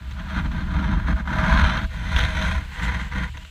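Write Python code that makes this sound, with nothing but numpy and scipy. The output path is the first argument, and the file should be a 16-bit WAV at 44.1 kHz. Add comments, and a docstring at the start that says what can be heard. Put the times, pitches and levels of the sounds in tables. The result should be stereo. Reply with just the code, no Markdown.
"""A faint rumble and a soft snow hiss open the scene, then a wooden sled crunches by, followed by a metal one.
The runners crush the crust in surges of tiny filtered snaps, coloured by a housing lying in the snow beside them.
Their shudder and the rumble of the snow pack are low filtered snaps; lumps add short decaying bass swings.
Single cracks are fading bursts with pinging chips. Powder hisses under the runners, later under boots behind."""
import sys
import numpy as np
from scipy import signal
from scipy.fft import rfft, irfft, next_fast_len
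from scipy.io import wavfile
from scipy.ndimage import uniform_filter1d, map_coordinates

SR = 44100
rng = np.random.default_rng(int(sys.argv[2]) if len(sys.argv) > 2 else 0)


def dump(signal):
    """Clip the signal to [-1, 1] and save it as 16-bit WAV at the path in sys.argv[1]."""
    limited = np.clip(np.atleast_2d(signal).T, -1, 1)
    pcm = np.round(limited * 32767).astype(np.int16)
    wavfile.write(sys.argv[1], SR, pcm)


N = 154350

# Drag of the wooden runners on the snow: time_s, level_db
WOOD_DRAG = [(0.0, -49), (0.136, -49.5), (0.198, -35.5), (0.218, -44), (0.386, -27.5), (0.428, -40),
             (0.46, -34.5), (0.5, -45.5), (0.518, -35.5), (0.612, -34.5), (0.648, -41.5), (0.754, -32),
             (0.932, -30.5), (1.014, -38), (1.065, -35), (1.085, -27), (1.16, -34), (1.208, -32.5),
             (1.234, -48), (1.285, -29), (1.45, -21.5), (1.58, -20.5), (1.78, -26), (1.796, -30),
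             (1.852, -32.5), (1.88, -71)]
# Drag of the metal runners, carrying on from the wooden ones: time_s, level_db
METAL_DRAG = [(1.88, -51), (1.942, -40), (1.974, -42.5), (2.208, -29), (2.33, -35), (2.358, -31.5),
              (2.46, -29.5), (2.55, -33), (2.674, -49.5), (2.832, -31), (2.998, -34), (3.098, -47),
              (3.134, -34.5), (3.238, -32.5), (3.328, -54.5), (3.35, -43.5), (3.39, -55), (3.42, -50.5),
              (3.5, -74)]
# Tow rope slackens and the sled almost stops: centre_s, length_s, depth_db
STALLS = [(1.148, 0.027, -9.5), (1.877, 0.031, -19), (3.317, 0.037, -30)]
# Treble of the snapping crystals against the crunch: time_s, level_db
BRIGHTNESS = [(0, -14), (.2, -8.5), (.36, -8.5), (.9, -10.5), (1.2, -14), (1.5, -12.5), (1.66, -6.5),
              (1.85, -9.5), (1.97, -3), (2.12, -2), (2.18, -2.5), (2.32, -2), (2.45, -4), (2.58, -5),
              (3.5, -10)]
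# Resonances of the housing: pitch_hz, width_hz, boost_db
HOUSING_RESONANCES = [(298, 26, 7.5), (496.8, 58, 16), (637.5, 30, 16.5), (987, 105, 11.5), (1199, 38, 5.5),
                      (1421, 42, 4), (1559, 47, 4.5), (3203, 130, 11), (3594, 71, 9), (6250, 790, 11),
                      (8140, 260, 9), (10700, 410, 12)]
# Crunch spectrum of the wooden runners: pitch_hz, relative_level_db (per Hz)
WOOD_CRUNCH_SPECTRUM = [(200, -21), (420, -42), (570, -13), (820, -4), (1100, -5.5), (1400, 2), (1690, 1.5),
                        (1850, -4.5), (2150, -3.5), (2650, -32), (5000, -31.5), (15000, -61)]
# Crunch spectrum of the front of the metal runners: pitch_hz, relative_level_db (per Hz)
METAL_FRONT_SPECTRUM = [(250, -8.5), (420, -23.5), (660, -9), (820, -5), (1280, -6), (1480, 4.5),
                        (1720, -0.5), (2020, 3.5), (2400, -7.5), (2800, -21), (6200, -27.5), (15000, -42)]
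# Crunch spectrum of the rear of the metal runners: pitch_hz, relative_level_db (per Hz)
METAL_REAR_SPECTRUM = [(400, -17), (620, -19), (800, -5), (1050, -6), (1280, -5.5), (1500, 3.5),
                       (1720, -0.5), (2030, 6), (2450, -13), (4000, -24), (15000, -46.5)]
# Spectrum of the finer snow crystals snapping: pitch_hz, relative_level_db (per Hz)
CRYSTAL_SPECTRUM = [(800, -20.5), (2000, -4), (2450, 11), (2830, 3.5), (3400, 3.5), (4120, 6), (4900, -17),
                    (5600, -13), (7200, -22), (9300, -23.5), (15000, -37)]
# Shaking of the ground: time_s, rumble_level_db, shudder_level_db
GROUND_SHAKE = [(0.0, -40, -45), (0.09, -33, -43.5), (0.3, -36, -35.5), (0.38, -27, -29),
                (0.57, -30, -29.5), (0.66, -30, -29.5), (0.8, -26, -26), (1.12, -25, -28.5),
                (1.17, -30.5, -36), (1.32, -31.5, -26), (1.66, -17.5, -25), (1.7, -32.5, -31),
                (1.85, -26.5, -30), (1.89, -33.5, -45), (2.07, -30.5, -30), (2.23, -25, -34),
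                (2.32, -29, -35), (2.5, -26, -31.5), (2.75, -41, -43.5), (2.85, -25, -31.5),
                (3.12, -36.5, -37), (3.16, -26.5, -30), (3.5, -46.5, -55.5)]
# Spectrum of the snow pack's rumble: pitch_hz, relative_level_db (per Hz)
RUMBLE_SPECTRUM = [(10, -49.5), (25, -9), (38, 1.5), (60, 3.5), (72, 7), (85, -8), (120, -9), (300, -73.5)]
# Spectrum of the runner shudder, as the wooden sled has it: pitch_hz, relative_level_db (per Hz)
SHUDDER_SPECTRUM = [(60, -38.5), (95, -18), (130, -3.5), (190, 1.5), (222, -3), (260, -16.5), (320, -18.5),
                    (410, -33), (900, -77.5)]
# Hiss of powder under the runners: time_s, level_db
POWDER_LEVEL = [(0, -52.5), (1.2, -54), (1.4, -48), (1.95, -49.5), (2.3, -61), (2.65, -50), (3.5, -52.5)]
# Spectrum of that powder hiss: pitch_hz, relative_level_db (per Hz)
POWDER_SPECTRUM = [(500, -2.5), (2900, 6.5), (4200, 1.5), (5500, -9), (7700, -8), (9000, -14.5),
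                   (10200, -15), (12000, -17.5), (15000, -14)]
# Boots sliding through powder further off: time_s, level_db
BOOTS_LEVEL = [(2.3, -92), (2.72, -52.5), (3.1, -59.5), (3.3, -52), (3.5, -59)]
# Spectrum of the boots in powder: pitch_hz, relative_level_db (per Hz)
BOOTS_SPECTRUM = [(500, -41), (2200, -5), (2850, 8.5), (3500, 0.5), (5200, -11), (6700, -8), (7650, -4),
                  (8800, -17.5), (15000, -26)]
# Single breaks of the crust: start_s, level_db, decay_s
CRACKS = [(0.112, -30, 0.0066), (0.199, -34, 0.0045), (1.075, -36, 0.0096), (1.771, -24, 0.0051),
          (2.162, -17, 0.0051), (2.171, -30, 0.006), (2.186, -16.5, 0.009), (2.205, -27, 0.0063),
          (2.234, -22, .009), (2.413, -21.5, 0.006), (3.115, -39, 0.0055), (3.372, -29, 0.0036),
          (3.448, -32.5, 0.0037)]
# Spectrum of the breaking crust: pitch_hz, relative_level_db (per Hz)
CRACK_SPECTRUM = [(100, 19.5), (420, -9), (900, 0), (1700, 9.5), (2700, 0.5), (3500, -9), (5000, -14.5),
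                  (6300, -15), (8000, -32), (15000, -26)]
# Runners dropping over lumps: start_s, envelope_peak_db
BUMPS = [(0.47, -15), (0.749, -10.5), (0.962, -13), (1.125, -18.5), (1.384, -13.5), (1.52, -12.5),
         (1.629, -7), (2.147, -17), (2.22, -12.5), (2.545, -17)]

# Layer trims in dB, on top of the level tables
WOOD_DB, METAL_DB, CRYSTAL_DB, RUMBLE_DB, SHUDDER_DB = -1.5, 2, -3, 3.5, 0.5
SIDE_SCATTER_DB, SIDE_AIR_DB = -34, -72.5
GRAINS_PER_S, GRAIN_SPREAD_DB = 7500, 2
METAL_START_S = METAL_DRAG[0][0]
REAR_START_S = 2.67  # the rear of the metal sled takes over
SLIPS_PER_S = 220  # at the rms drag
SLIP_DECAY_S = 0.0035
SLIP_GAIN = 2 * 10 ** (-6.5 / 20)  # strongest single jerk against the steady grinding
WANDER_SHARE = 0.0121  # rms drift of pitch before centring, as a fraction
SURGE_EXPONENT = 0.85  # how closely the shudder follows the surges of the drag
METAL_PITCH_RATIO = 0.92  # the metal sled shudders lower than the wooden one
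CHIP_HZ, CHIP_RING_S = 3280, 0.00063  # middle pitch, time to the ping's peak
CHIP_DB = -0.5  # mid-sized chip against its crack, before the brightness curve
BUMP_HZ, BUMP_DECAY_S, BUMP_RISE_S = 59.8, 0.019, 0.029
LOW_CUT_HZ, TOP_HZ = 8.6, 15300


def undb(db):
    """Decibels to gain."""
    return 10 ** (np.asarray(db) / 20)


def unit(x):
    """Scale to rms 1."""
    return x / np.sqrt(np.mean(x ** 2))


def curve(rows, axis=1):
    """Gain over time, from one dB column of a table."""
    rows = np.array(rows)
    return undb(np.interp(np.arange(N) / SR, rows[:, 0], rows[:, axis]))


def walk(rate_hz):
    """Smooth random wander with rms 1."""
    span = max(2, int(SR / rate_hz))
    smooth = uniform_filter1d(rng.standard_normal(N), span)
    return unit(uniform_filter1d(smooth, span))


def colour(x, spectrum, housing=True):
    """Causal filter with a given spectrum, plus housing resonances if wanted; keeps the power of white noise."""
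    size = 2 * next_fast_len(N)
    hz = np.arange(size // 2 + 1) * SR / size
    points = np.array(spectrum)
    db = np.interp(np.log(hz + 1), np.log(points[:, 0]), points[:, 1])
    if housing:
        for centre, width, boost in HOUSING_RESONANCES:
            db = db + boost / (1 + (2 * (hz - centre) / width) ** 2)
    # Folding the cepstrum forward gives minimum phase, so nothing rings early
    cepstrum = irfft(np.log(unit(undb(db))))
    cepstrum[1:size // 2] *= 2
    cepstrum[size // 2 + 1:] = 0
    return irfft(rfft(x, size) * np.exp(rfft(cepstrum)))[:N]


def steady(x, span_s):
    """Even out swells slower than about the span, leaving rms near 1."""
    power = uniform_filter1d(x ** 2, int(span_s * SR) + 1)
    power = uniform_filter1d(power, int(span_s * SR / 2) + 1)
    return x / np.sqrt(power + 1e-12)


def fractures(rate, spread_db):
    """Tiny snaps at random moments, either polarity; any size spread gives many weak and few strong."""
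    size = undb(spread_db * np.minimum(rng.exponential(size=N), 5))
    snaps = rng.random(N) < rate / SR
    return unit(snaps * size * rng.choice([-1, 1], N))


def stalls():
    """Drag falls away briefly each time the rope slackens and the sled almost stops."""
    t = np.arange(N) / SR
    dip_db = sum(depth * np.exp(-(2 * (t - centre) / length) ** 4) for centre, length, depth in STALLS)
    return undb(dip_db)


def drag():
    """Force of the runners on the snow over time, wooden sled then metal."""
    return curve(list(WOOD_DRAG) + list(METAL_DRAG)) * stalls()


def slips():
    """Runners stick, then slip in sharp, decaying jerks over steady grinding; hard drag crowds them together."""
    rate = SLIPS_PER_S * np.sqrt(unit(drag()))
    kicks = (rng.random(N) < rate / SR) * rng.random(N)
    jerks = signal.lfilter([1], [1, -np.exp(-1 / (SLIP_DECAY_S * SR))], kicks)
    return steady(1 + SLIP_GAIN * jerks, 0.069)


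def wander(x, share):
    """Rocking runners shift the ring of the scrape: a gentle time warp drifts all its pitches together."""
    drift = share * walk(11.1)
    centred = drift - uniform_filter1d(drift, SR // 2)
    return map_coordinates(x, [np.arange(N) + np.cumsum(centred)], mode="nearest")


def runners():
    """Each runner in turn crushes the crust, with finer crystals snapping in the same jerks."""
    force = drag() * slips()
    crush = steady(fractures(GRAINS_PER_S, GRAIN_SPREAD_DB), 0.0053) * force
    fine = steady(fractures(rate=4200, spread_db=2.0), 0.02) * force * curve(BRIGHTNESS)
    t = np.arange(N) / SR
    wood, rear = t < METAL_START_S, t > REAR_START_S
    front = ~(wood | rear)
    wood_scrape = colour(crush * wood, WOOD_CRUNCH_SPECTRUM)
    metal_scrape = colour(crush * front, METAL_FRONT_SPECTRUM) + colour(crush * rear, METAL_REAR_SPECTRUM)
    scrape = undb(WOOD_DB) * wood_scrape + undb(METAL_DB) * metal_scrape
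    crystals = undb(CRYSTAL_DB) * colour(fine, CRYSTAL_SPECTRUM)
    return wander(scrape + crystals, WANDER_SHARE)


def ground():
    """The snow pack rumbles, and the runners shudder with each surge as the snow gives way in steps."""
    rumble = steady(colour(fractures(rate=540, spread_db=3.0), RUMBLE_SPECTRUM, housing=False), 0.067)
    force = drag()
    surge = (force / uniform_filter1d(force, int(.2 * SR))) ** SURGE_EXPONENT
    steps = steady(fractures(rate=510, spread_db=2.5), 0.048) * surge * curve(GROUND_SHAKE, axis=2)
    wood = np.arange(N) / SR < METAL_START_S
    metal_spectrum = np.array(SHUDDER_SPECTRUM) * [METAL_PITCH_RATIO, 1]
    shudder = colour(steps * wood, SHUDDER_SPECTRUM) + colour(steps * ~wood, metal_spectrum)
    return undb(RUMBLE_DB) * rumble * curve(GROUND_SHAKE, axis=1) + undb(SHUDDER_DB) * shudder


def loose_snow():
    """Dense tiny snaps with a wandering level: powder hissing under the runners, later under boots behind."""
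    powder_grains = fractures(rate=12000, spread_db=2.0) * undb(1.4 * walk(25))
    boot_grains = fractures(rate=12000, spread_db=2.0) * undb(6.2 * walk(28))
    powder = colour(powder_grains, POWDER_SPECTRUM, housing=False)
    boots = colour(boot_grains, BOOTS_SPECTRUM, housing=False)
    return powder * curve(POWDER_LEVEL) + boots * curve(BOOTS_LEVEL)


def cracks():
    """A piece of crust breaks in a short, fading burst of equal-sized snaps."""
    t = np.arange(N) / SR
    burst = np.zeros(N)
    for start, db, decay in CRACKS:
        burst += undb(db) * (t >= start) * np.exp(-np.abs(t - start) / decay)
    return colour(burst * steady(fractures(rate=2600, spread_db=0), 0.02), CRACK_SPECTRUM)


def chips():
    """Each break throws off four icy chips, each a brief sine ping that is louder when the treble is up."""
    out, bright, age = np.zeros(N), curve(BRIGHTNESS), np.arange(SR // 20) / SR
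    envelope = age / CHIP_RING_S * np.exp(1 - age / CHIP_RING_S)  # peaks at 1
    for start, db, decay in CRACKS:
        for late, pitch, size in rng.random(size=(4, 3)):
            at = int((start + 2 * decay * late) * SR)
            hz = CHIP_HZ * 2 ** ((pitch - .5) / 2)  # up to a quarter octave either way
            ping = np.sin(2 * np.pi * hz * age) * envelope
            out[at:at + len(age)] += undb(db + CHIP_DB) * bright[at] * (.5 + size) * ping[:N - at]
    return out


def bumps():
    """Each lump sets the housing bouncing on the snow: a low sine that swells and dies in a few cycles."""
    out = np.zeros(N)
    for start, db in BUMPS:
        age = np.maximum(np.arange(N) / SR - start, 0)
        swing = (1 - np.exp(-age / BUMP_RISE_S)) * np.exp(-age / BUMP_DECAY_S)
        out -= undb(db) * swing / swing.max() * np.sin(2 * np.pi * BUMP_HZ * age)
    return out


def scene():
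    """Nearly the same in both ears; only a little scattered scraping and a faint hiss differ."""
    mid = runners() + ground() + loose_snow() + cracks() + chips() + bumps()
    # Side spectra: pitch_hz, relative_level_db (per Hz)
    scatter_spectrum = [(150, -5), (400, -1), (1400, 21.5), (5000, 3.5), (15000, -17)]
    scatter = colour(rng.standard_normal(N) * drag(), scatter_spectrum, housing=False)
    air = colour(rng.standard_normal(N), [(100, 19), (15000, -6)], housing=False)
    side = undb(SIDE_SCATTER_DB) * scatter + undb(SIDE_AIR_DB) * air
    return np.array([mid + side, mid - side])


def record(dry):
    """The pickup loses the deepest bass gently and the top steeply."""
    low_cut = signal.butter(1, LOW_CUT_HZ, "high", fs=SR, output="sos")
    top_cut = signal.ellip(10, .2, 80, TOP_HZ, fs=SR, output="sos")
    return signal.sosfilt(top_cut, signal.sosfilt(low_cut, dry))


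dry = scene()
out = record(dry)
dump(out)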